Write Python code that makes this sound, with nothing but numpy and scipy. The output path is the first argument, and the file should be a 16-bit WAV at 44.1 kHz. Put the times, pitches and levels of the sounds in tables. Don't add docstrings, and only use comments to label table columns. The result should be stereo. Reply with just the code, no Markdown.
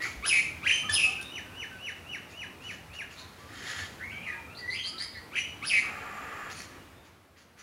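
import sys
import numpy as np
from scipy import signal
from scipy.fft import rfft, irfft
from scipy.io import wavfile
from scipy.ndimage import uniform_filter1d, map_coordinates

SR = 44100
rng = np.random.default_rng(int(sys.argv[2]) if len(sys.argv) > 2 else 0)


def dump(signal):
    limited = np.clip(np.atleast_2d(signal).T, -1, 1)
    pcm = np.round(limited * 32767).astype(np.int16)
    wavfile.write(sys.argv[1], SR, pcm)


N = 336042
TIME = np.arange(N) / SR
PROGRESS = np.linspace(0, 1, 200)

# (squeak onset [s], croak level [dB], then for the squeak and again for the buzz:
# length [s], pitch [Hz], level [dB], trill depth [Hz], harshness [dB])
SQUEALS = [(0.265, -32, .028, 5070, -26.5, 50, 5, 0.13, 2400, -22.5, 206, -7),
           (0.923, -42, 0.028, 5090, -24, 30, 3, 0.13, 2684, -24, 180, -6),
           (5.658, -33.5, .039, 4900, -29.5, 360, 0, 0.11, 2363, -22, 260, -8.5)]
# (swoop onset [s], croak level [dB], swooping length [s], dips [count], swoop level [dB],
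# trill depth [Hz], top pitch [Hz], held length [s], held level [dB])
WARBLES = [(0.659, -35, .066, 1, -15.5, 70.4, 3074, .07, -25.5),
           (5.352, -42, 0.042, 3, -21.5, 182, 2941, 0.026, -31)]
# (plunge time [s], level [dB], top pitch [Hz])
ARCHES = [(1.38, -36, 3003), (1.631, -35.5, 2992), (1.886, -35, 2973), (2.15, -36, 2960), (2.43, -37, 2965),
          (2.706, -37, 2975), (3.01, -36.5, 2902)]
# (time [s], level [dB], last pitch [Hz])
TWITTERS = [(4.549, -37.5, 4785), (4.7, -31, 4930), (4.836, -29.5, 4940), (4.98, -29, 4977),
            (5.009, -46, 4250), (5.134, -45.5, 4560)]
# (time [s], pitch [Hz], level [dB], trill depth [Hz])
WHISTLES = [
    [(.003, 1878, -38, 40), (.034, 1990, -36.5, 150), (.044, 2334, -27.5, 80), (.051, 1440, -43, 60),
     (.07, 1220, -51, 30)],
    [(3.98, 1494, -63, 80), (4.015, 1732, -39.5, 210), (4.043, 2166, -41, 30), (4.2, 2348, -48, 98),
     (4.25, 2497, -45, 30), (4.35, 2406, -45.5, 18), (4.46, 2375, -58, 20), (4.54, 2790, -55, 22)],
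    [(4.1, 2290, -44, 101), (4.125, 3070, -49, 121), (4.18, 3240, -68, 60), (4.25, 2676, -46, 250),
     (4.278, 2040, -34.5, 120), (4.335, 1677, -47, 60), (4.365, 1630, -49, 40)],
    [(4.585, 1970, -46.5, 17), (4.65, 1922, -43.5, 18), (4.68, 1988, -35.5, 15), (4.735, 2094, -36, 59),
     (4.765, 2720, -39.5, 620), (4.79, 3040, -36.5, 180), (4.815, 3210, -36.5, 61), (4.86, 3120, -47, 90)],
]
# (time [s], length [s], first pitch [Hz], last pitch [Hz], level [dB], trill depth [Hz],
# harshness [dB])
PEEPS = [(.89, 0.025, 1730, 1740, -26.5, 12, -1), (3.165, 0.0586, 3820, 4240, -49.5, 340, -14),
         (4.993, 0.076, 1936, 2080, -46, 220, -84), (5.144, 0.063, 2025, 1826, -46, 160, -13),
         (6.54, 0.073, 4380, 4510, -55, 200, 11), (7.585, 0.029, 2870, 3200, -62.5, 75, 13.5)]
# (frequency [Hz], gain [dB])
OVERTONE_COLOUR = [(2000, 10.5), (3300, -2), (4200, -6.5), (5200, -16), (6000, 2), (7200, -4), (8400, -26),
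                   (9150, -2), (9600, -0.5), (10100, 7.5), (10700, -0.5), (11600, -21), (16000, -66)]
RASP_COLOUR = [(100, -6.5), (700, -0.5), (1400, 3.5), (3000, 5), (4000, 9), (5400, 6), (7300, 8.5),
               (8400, 1), (9400, 9.5), (10100, -3.5), (11000, -8), (11800, -51), (16000, -46)]
# (time [s], rise [s], hold [s], fall [s], level [dB])
SHARP_HISSES = [(3.39, 0.3, 0.11, 0.15, -38)]
HOARSE_HISSES = [(5.8, .03, 0.662, 0.028, -39), (6.6, 0.14, 0.01, 0.13, -48.5)]
# (time [s], length [s], first pitch [Hz], last pitch [Hz], level [dB])
FAR_WHISTLES = [(0.828, 0.071, 1300, 1197, -40.5), (1.04, 0.075, 1300, 1200, -43),
                (1.05, 0.091, 745, 781, -49.5), (1.175, 0.07, 1530, 1617, -50),
                (1.212, 0.082, 3620, 3830, -46), (1.42, 0.22, 1530, 1553, -61),
                (1.697, 0.087, 1510, 1570, -52), (3.16, 0.14, 1000, 1026, -59),
                (3.36, 0.22, 1120, 1278, -57), (3.796, 0.055, 1778, 1810, -42.5),
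                (4.106, 0.078, 1510, 1650, -53), (4.248, 0.11, 1240, 1230, -50),
                (4.333, 0.09, 950, 890, -52), (4.452, 0.112, 1230, 1440, -56.5),
                (4.848, 0.17, 1200, 1364, -53), (6.733, 0.112, 3050, 2807, -63),
                (6.926, 0.14, 3550, 3670, -69)]
# (time [s], nominal length [s], level [dB])
RUSTLES = [(-0.01, 0.091, -40.5), (2.285, 0.054, -54.5), (2.599, 0.11, -55.5), (2.698, 0.053, -53.5),
           (2.926, 0.04, -52), (3.094, 0.053, -52.5), (3.156, 0.093, -53.5), (6.496, 0.039, -44),
           (6.548, 0.017, -44), (6.573, 0.021, -44), (6.598, 0.017, -47.5), (6.622, 0.02, -43),
           (7.037, 0.05, -59.5), (7.36, 0.062, -59), (7.566, 0.17, -53.5)]
# (time [s], level [dB], decay time [s])
SNAP = (1.213, -29.5, 0.0017)
# (time [s], frequency [Hz], level [dB])
BUMPS = [(0.164, 58.7, -38.5), (0.9, 93, -35.5), (3.81, 87.6, -40)]
# (frequency [Hz], gain [dB])
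SHARP_COLOUR = [(290, -38), (500, -22), (861, -13.5), (1030, -15), (1730, 2), (2040, -1.5), (2700, -10.5),
                (3150, -3), (3420, -6.5), (5350, -10.5), (5740, -14), (6970, -9.5), (8840, -25),
                (10000, -19), (14000, -42)]
HOARSE_COLOUR = [(240, -19), (400, -12.5), (640, -15), (781, -7), (1010, -12), (1210, -1), (1440, -7.5),
                 (1680, -2.5), (1860, -7), (2370, -8), (3900, -27), (6420, -29), (7290, -19), (8290, -37),
                 (12000, -36), (15600, -45), (22000, -120)]
RUSTLE_COLOUR = [(80, -45), (300, -1.5), (700, -7), (1700, 6), (2900, 2.5), (3700, -1), (4500, 2),
                 (5400, -2), (6600, 2), (7600, -5), (8600, -23.5), (10700, -6.5), (12000, -22.5),
                 (15000, -21.5)]
SNAP_COLOUR = [(100, -30), (6000, 2), (8000, -11), (10300, 6), (12000, -34), (16000, -20)]
HUM_COLOUR = [(25, -26), (45, -15.5), (65, -2), (86, 3.5), (125, -4), (250, -5), (500, -9.5), (1300, -10),
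              (2400, -15), (3600, -20), (7600, -27.5), (10300, -28.5), (12000, -29), (15800, -32)]
# (time [s], level [dB])
HUM_LEVEL = [(0, -50), (.9, -48.5), (2.2, -52), (3.2, -52.5), (4, -50), (4.9, -53), (5.8, -50.5),
             (6.8, -52.5), (7.3, -61.5), (7.62, -60)]
# (frequency [Hz], correlation [ratio])
HUM_CORRELATION = [(40, 0.69), (90, 0.62), (200, 0.48), (500, 0.44), (1000, 0), (16000, 0.054)]
# (frequency [Hz], time to fall 60 dB [s])
ECHO_T60 = [(300, 0.82), (1500, 0.35), (3000, 0.65), (6000, 0.49), (11000, 0.42)]
# (frequency [Hz], left boost and right cut [dB])
MIC_LEAN = [(100, -.6), (1500, -1.6), (2600, 0), (5000, 1), (8000, .8), (10200, 3.6), (13000, .6)]


def syrinx(rows, trill_hz=185, trill_spread=.106, jitter=.0076, flutter_db=2, throb=.38):
    times, *columns = np.transpose(rows)
    t = np.arange(times.min(), times.max(), 1 / SR)
    hz, db, depth, harsh_db = (np.interp(t, np.sort(times), column) for column in columns)
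    trill = 2 * np.pi * np.cumsum(trill_hz * (1 + trill_spread * wander(len(t), 146.5))) / SR
    pitch = hz * (1 + jitter * wander(len(t), 489.7)) + depth * np.sin(trill)
    phase = 2 * np.pi * np.cumsum(pitch) / SR
    level = gain_of(db + flutter_db * wander(len(t), 203.2))
    level *= 1 - throb * np.tanh(depth / 200) * np.cos(trill)
    level *= np.sqrt(2) * np.clip(np.minimum(t - t[0], t[-1] - t) / .0008, 0, 1)
    overtones = sum(gain_of(-6 - 7 * (k - 2)) * np.sin(k * phase) * (k * (hz + depth) < SR / 2)
                    for k in range(2, 6))
    forcing = level * gain_of(harsh_db)
    return times.min(), np.array([level * np.sin(phase), forcing * overtones, forcing])


def song(call, table, rasp_db, full_voice_db=-30):
    parts = np.zeros((3, N))
    for row in table:
        add(parts, *syrinx(call(*row)))
    tone, overtones, forcing = parts
    rasp = abs(forcing) * (abs(forcing) / gain_of(full_voice_db)) ** .2
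    return tone + coloured(overtones, OVERTONE_COLOUR) + gain_of(rasp_db) * rasp * noise(RASP_COLOUR)


def stretch(start, length, hz, db, depth_hz, harsh_db, join_s=.003):
    times = start + (length - join_s) * PROGRESS
    return np.column_stack(np.broadcast_arrays(times, hz, db, depth_hz, harsh_db))


def envelope(length, attack_s, release_s, onset_db):
    t = length * PROGRESS
    release = np.clip((length - t) / release_s, 1e-3, 1)
    return onset_db * np.maximum(1 - t / attack_s, 0) + 20 * np.log10(release)


def croak(end, db, length=.04, first_hz=1101, last_hz=1678, swell_db=18.5):
    hz = first_hz + (last_hz - first_hz) * PROGRESS ** 2
    return stretch(end - length, length, hz, db - swell_db * (1 - PROGRESS), depth_hz=55, harsh_db=6.5)


def squeal(start, croak_db, squeak_s, squeak_hz, squeak_db, squeak_depth, squeak_harsh_db, *buzz_row):
    return np.vstack([croak(start, croak_db),
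                      squeak(start, squeak_s, squeak_hz, squeak_db, squeak_depth, squeak_harsh_db),
                      buzz(start + squeak_s, *buzz_row)])


def squeak(start, length, hz, db, depth_hz, harsh_db, overshoot=.13, wobble_hz=57, settle_s=.00956):
    t = length * PROGRESS
    pitch = hz * (1 + overshoot * np.exp(-t / settle_s) * np.cos(2 * np.pi * wobble_hz * t))
    swell_db = -7.5 * (1 - np.exp(-((PROGRESS - .66) / .21) ** 2))
    return stretch(start, length, pitch, db + swell_db, depth_hz, harsh_db)


def buzz(start, length, hz, db, depth_hz, harsh_db, drop=.33, drop_s=.014, sag_hz_per_s=1100):
    t = length * PROGRESS
    pitch = hz * (1 + drop * np.exp(-t / drop_s)) - sag_hz_per_s * t
    swell_db = envelope(length, attack_s=.037, release_s=.02, onset_db=-5)
    return stretch(start, length, pitch, db + swell_db, depth_hz, harsh_db)


def warble(start, croak_db, swoop_s, dips, swoop_db, depth_hz, top_hz, held_s, held_db):
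    low_hz, throat_hz, half_width_hz, fade_db_per_s = 1594, 2480, 240, 101.5
    hurried = PROGRESS ** 1.3
    hz = low_hz + (top_hz - low_hz) * abs(np.sin(np.pi * (round(dips) + .5) * hurried))
    throat_db = -10 * np.log10(1 + ((hz - throat_hz) / half_width_hz) ** 2)
    swell_db = -6 * (1 - PROGRESS)
    swoops = stretch(start, swoop_s, hz, swoop_db + throat_db + swell_db, depth_hz, harsh_db=-6)
    fading_db = held_db - fade_db_per_s * held_s * PROGRESS
    held = stretch(start + swoop_s, held_s, top_hz, fading_db, depth_hz=12, harsh_db=-3)
    return np.vstack([croak(start, croak_db), swoops, held])


def arch(plunge_time, db, top_hz, climb_s=.11, climb_hz=614.3, plunge_s=.0084, plunge_hz=1407):
    length, top_lead_s = climb_s + .0247, .032
    t = length * PROGRESS - climb_s
    below_top = (np.minimum(t + top_lead_s, 0) / (climb_s - top_lead_s)) ** 2
    hz = top_hz - climb_hz * below_top - plunge_hz / (1 + np.exp(-t / plunge_s))
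    swell_db = np.minimum(171 * t, -324 * t)
    crack = np.exp(-((t + .017) / .0064) ** 2)
    return stretch(plunge_time - climb_s, length, hz, db + swell_db,
                   depth_hz=35 + 105 * crack, harsh_db=-9.5 + 10.5 * crack)


def twitter(start, db, last_hz, length=.07, climb_hz=952, step_hz=225, steps_per_s=52):
    wobble = step_hz * np.cos(2 * np.pi * steps_per_s * length * PROGRESS) * (1 - PROGRESS ** 2)
    hz = last_hz - climb_hz * (1 - PROGRESS) ** 1.7 - wobble
    swell_db = envelope(length, attack_s=.044, release_s=.037, onset_db=-10)
    return stretch(start, length, hz, db + swell_db, depth_hz=328 * (1 - PROGRESS), harsh_db=-9.5)


def whistle(*points, harsh_db=-14.5):
    return [(*point, harsh_db) for point in points]


def peep(start, length, first_hz, last_hz, db, depth_hz, harsh_db):
    hz = first_hz + (last_hz - first_hz) * PROGRESS
    swell_db = envelope(length, attack_s=.0061, release_s=.017, onset_db=-12)
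    return stretch(start, length, hz, db + swell_db, depth_hz, harsh_db)


def hiss(table, colour, db, flutter_db, range_db=21.5):
    swell = np.zeros(N)
    for start, rise_s, hold_s, fall_s, level_db in table:
        opening = 1 - (TIME - start) / rise_s
        closing = (TIME - start - rise_s - hold_s) / fall_s
        shut = np.maximum(np.maximum(opening, closing), 0)
        swell += gain_of(level_db + db - range_db * shut)
    return uniform_filter1d(swell, size=1500) * gain_of(flutter_db * wander(N, 120)) * noise(colour)


def far_birds(waver=.021, distance_db=-2.5):
    out = np.zeros(N)
    for start, length, first_hz, last_hz, db in FAR_WHISTLES:
        count = int(length * SR)
        hz = np.linspace(first_hz, last_hz, count) * (1 + waver * wander(count, 144))
        tone = signal.windows.tukey(count, .5) * np.sin(2 * np.pi * np.cumsum(hz) / SR)
        add(out, start, gain_of(db) * unit_rms(tone))
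    return gain_of(distance_db) * out


def rustles(grain_db=5):
    level = np.zeros(N)
    for start, length, db in RUSTLES:
        age = np.arange(int(2 * length * SR)) / (length * SR / 3)
        add(level, start, gain_of(db) * age * np.exp(1 - age))
    return level * gain_of(grain_db * wander(N, 600)) * noise(RUSTLE_COLOUR)


def snap():
    start, db, decay_s = SNAP
    return gain_of(db) * (TIME > start) * np.exp(-abs(TIME - start) / decay_s) * noise(SNAP_COLOUR)


def bumps(rise_s=.017):
    out, t = np.zeros(N), TIME[:SR // 4]
    swell = t / rise_s * np.exp(1 - t / rise_s)
    for start, hz, db in BUMPS:
        add(out, start, gain_of(db) * swell * np.sin(2 * np.pi * hz * t))
    return out


def hum(db=3.5, patch_db=1.7):
    correlation = read(HUM_CORRELATION, np.fft.rfftfreq(N, 1 / SR))
    left = noise(HUM_COLOUR)
    right = irfft(correlation * rfft(left) + np.sqrt(1 - correlation ** 2) * rfft(noise(HUM_COLOUR)), N)
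    hz, _, spectra = signal.stft(np.array([left, right]), SR, nperseg=1024)
    patches = uniform_filter1d(rng.standard_normal(spectra.shape[1:]), size=4, axis=0)
    patches = unit_rms(uniform_filter1d(patches, size=9, axis=1))
    drift_db = patch_db * patches / (1 + hz[:, None] / 5000)
    drifting = signal.istft(spectra * gain_of(drift_db), SR, nperseg=1024)[1][:, :N]
    return drifting * gain_of(db + np.interp(TIME, *np.transpose(HUM_LEVEL)))


def surroundings(x, echo_s=.015, tail_db=-4, echo_db=-3, direct_db=-1.2, early_db=-6.5):
    count = 32768
    t = np.arange(count) / SR
    hz, when, spectra = signal.stft(reflections(count, per_s=3000) * (t > .006), SR, nperseg=256)
    decay = gain_of(-60 * when / read(ECHO_T60, hz)[:, None])
    tail = signal.istft(spectra * decay, SR, nperseg=256)[1][:, :count]
    early = reflections(count, per_s=900) * np.exp(-t / .014) * (t > .001)
    response = sum(gain_of(db) * part / np.linalg.norm(part, axis=1, keepdims=True)
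                   for db, part in [(early_db, early), (tail_db, tail)])
    response[[0, 1], [3, 0]] += gain_of(direct_db)
    response[[0, 1], round(echo_s * SR) + np.array([0, 8])] += gain_of(echo_db)
    return signal.fftconvolve(x[None], response, axes=1)[:, :N]


def reflections(count, per_s):
    return rng.choice([-1., 1.], (2, count)) * (rng.random((2, count)) < per_s / SR)


def perch(x, left_db, echo_s, tail_db, echo_db=-8):
    return surroundings(x, echo_s, tail_db, echo_db) * gain_of([[left_db / 2], [-left_db / 2]])


def gain_of(db):
    return 10 ** (np.asarray(db) / 20)


def unit_rms(x):
    return x / np.sqrt(np.mean(x ** 2) + 1e-20)


def read(points, hz):
    knots_hz, values = np.transpose(points)
    return np.interp(np.log(hz + 1), np.log(knots_hz + 1), values)


def coloured(x, colour):
    return irfft(rfft(x) * gain_of(read(colour, np.fft.rfftfreq(N, 1 / SR))), N)


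def noise(colour):
    return unit_rms(coloured(rng.standard_normal(N), colour))


def wander(count, hz):
    knots = rng.standard_normal(4096)
    return map_coordinates(knots, [np.arange(count) * hz / SR], order=3, mode="wrap")


def add(mix, start, sound):
    part = mix[..., max(round(start * SR), 0):][..., :sound.shape[-1]]
    part += sound[..., :part.shape[-1]]


def scene():
    squeals = perch(song(squeal, SQUEALS, rasp_db=-14), left_db=0, echo_s=.013, tail_db=-4)
    warbles = perch(song(warble, WARBLES, rasp_db=-18.5), left_db=-.2, echo_s=.015, tail_db=-2.5)
    arches = perch(song(arch, ARCHES, rasp_db=-30), left_db=.5, echo_s=.025, tail_db=-3, echo_db=-4)
    twitters = perch(song(twitter, TWITTERS, rasp_db=-4), left_db=-2.5, echo_s=.016, tail_db=-5.5)
    whistler = perch(song(whistle, WHISTLES, rasp_db=-15) + song(peep, PEEPS, rasp_db=-13),
                     left_db=3, echo_s=.018, tail_db=.5)
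    distant = perch(far_birds(), left_db=-1, echo_s=.028, tail_db=-1)
    birds = squeals + warbles + arches + twitters + whistler + distant
    sharp = hiss(SHARP_HISSES, SHARP_COLOUR, db=-1, flutter_db=-3)
    hoarse = hiss(HOARSE_HISSES, HOARSE_COLOUR, db=-3.5, flutter_db=.4)
    return birds + surroundings(sharp + hoarse + rustles() + snap()) + hum() + bumps()


def record(dry, cutoff_hz=15850):
    left = coloured(dry[0], MIC_LEAN)
    right = coloured(dry[1], np.array(MIC_LEAN) * [1, -1])
    lowpass = signal.firwin(511, cutoff_hz, window=("kaiser", 9), fs=SR)
    return signal.oaconvolve(np.array([left, right]), lowpass[None], "same")


dry = scene()
out = record(dry)
dump(out)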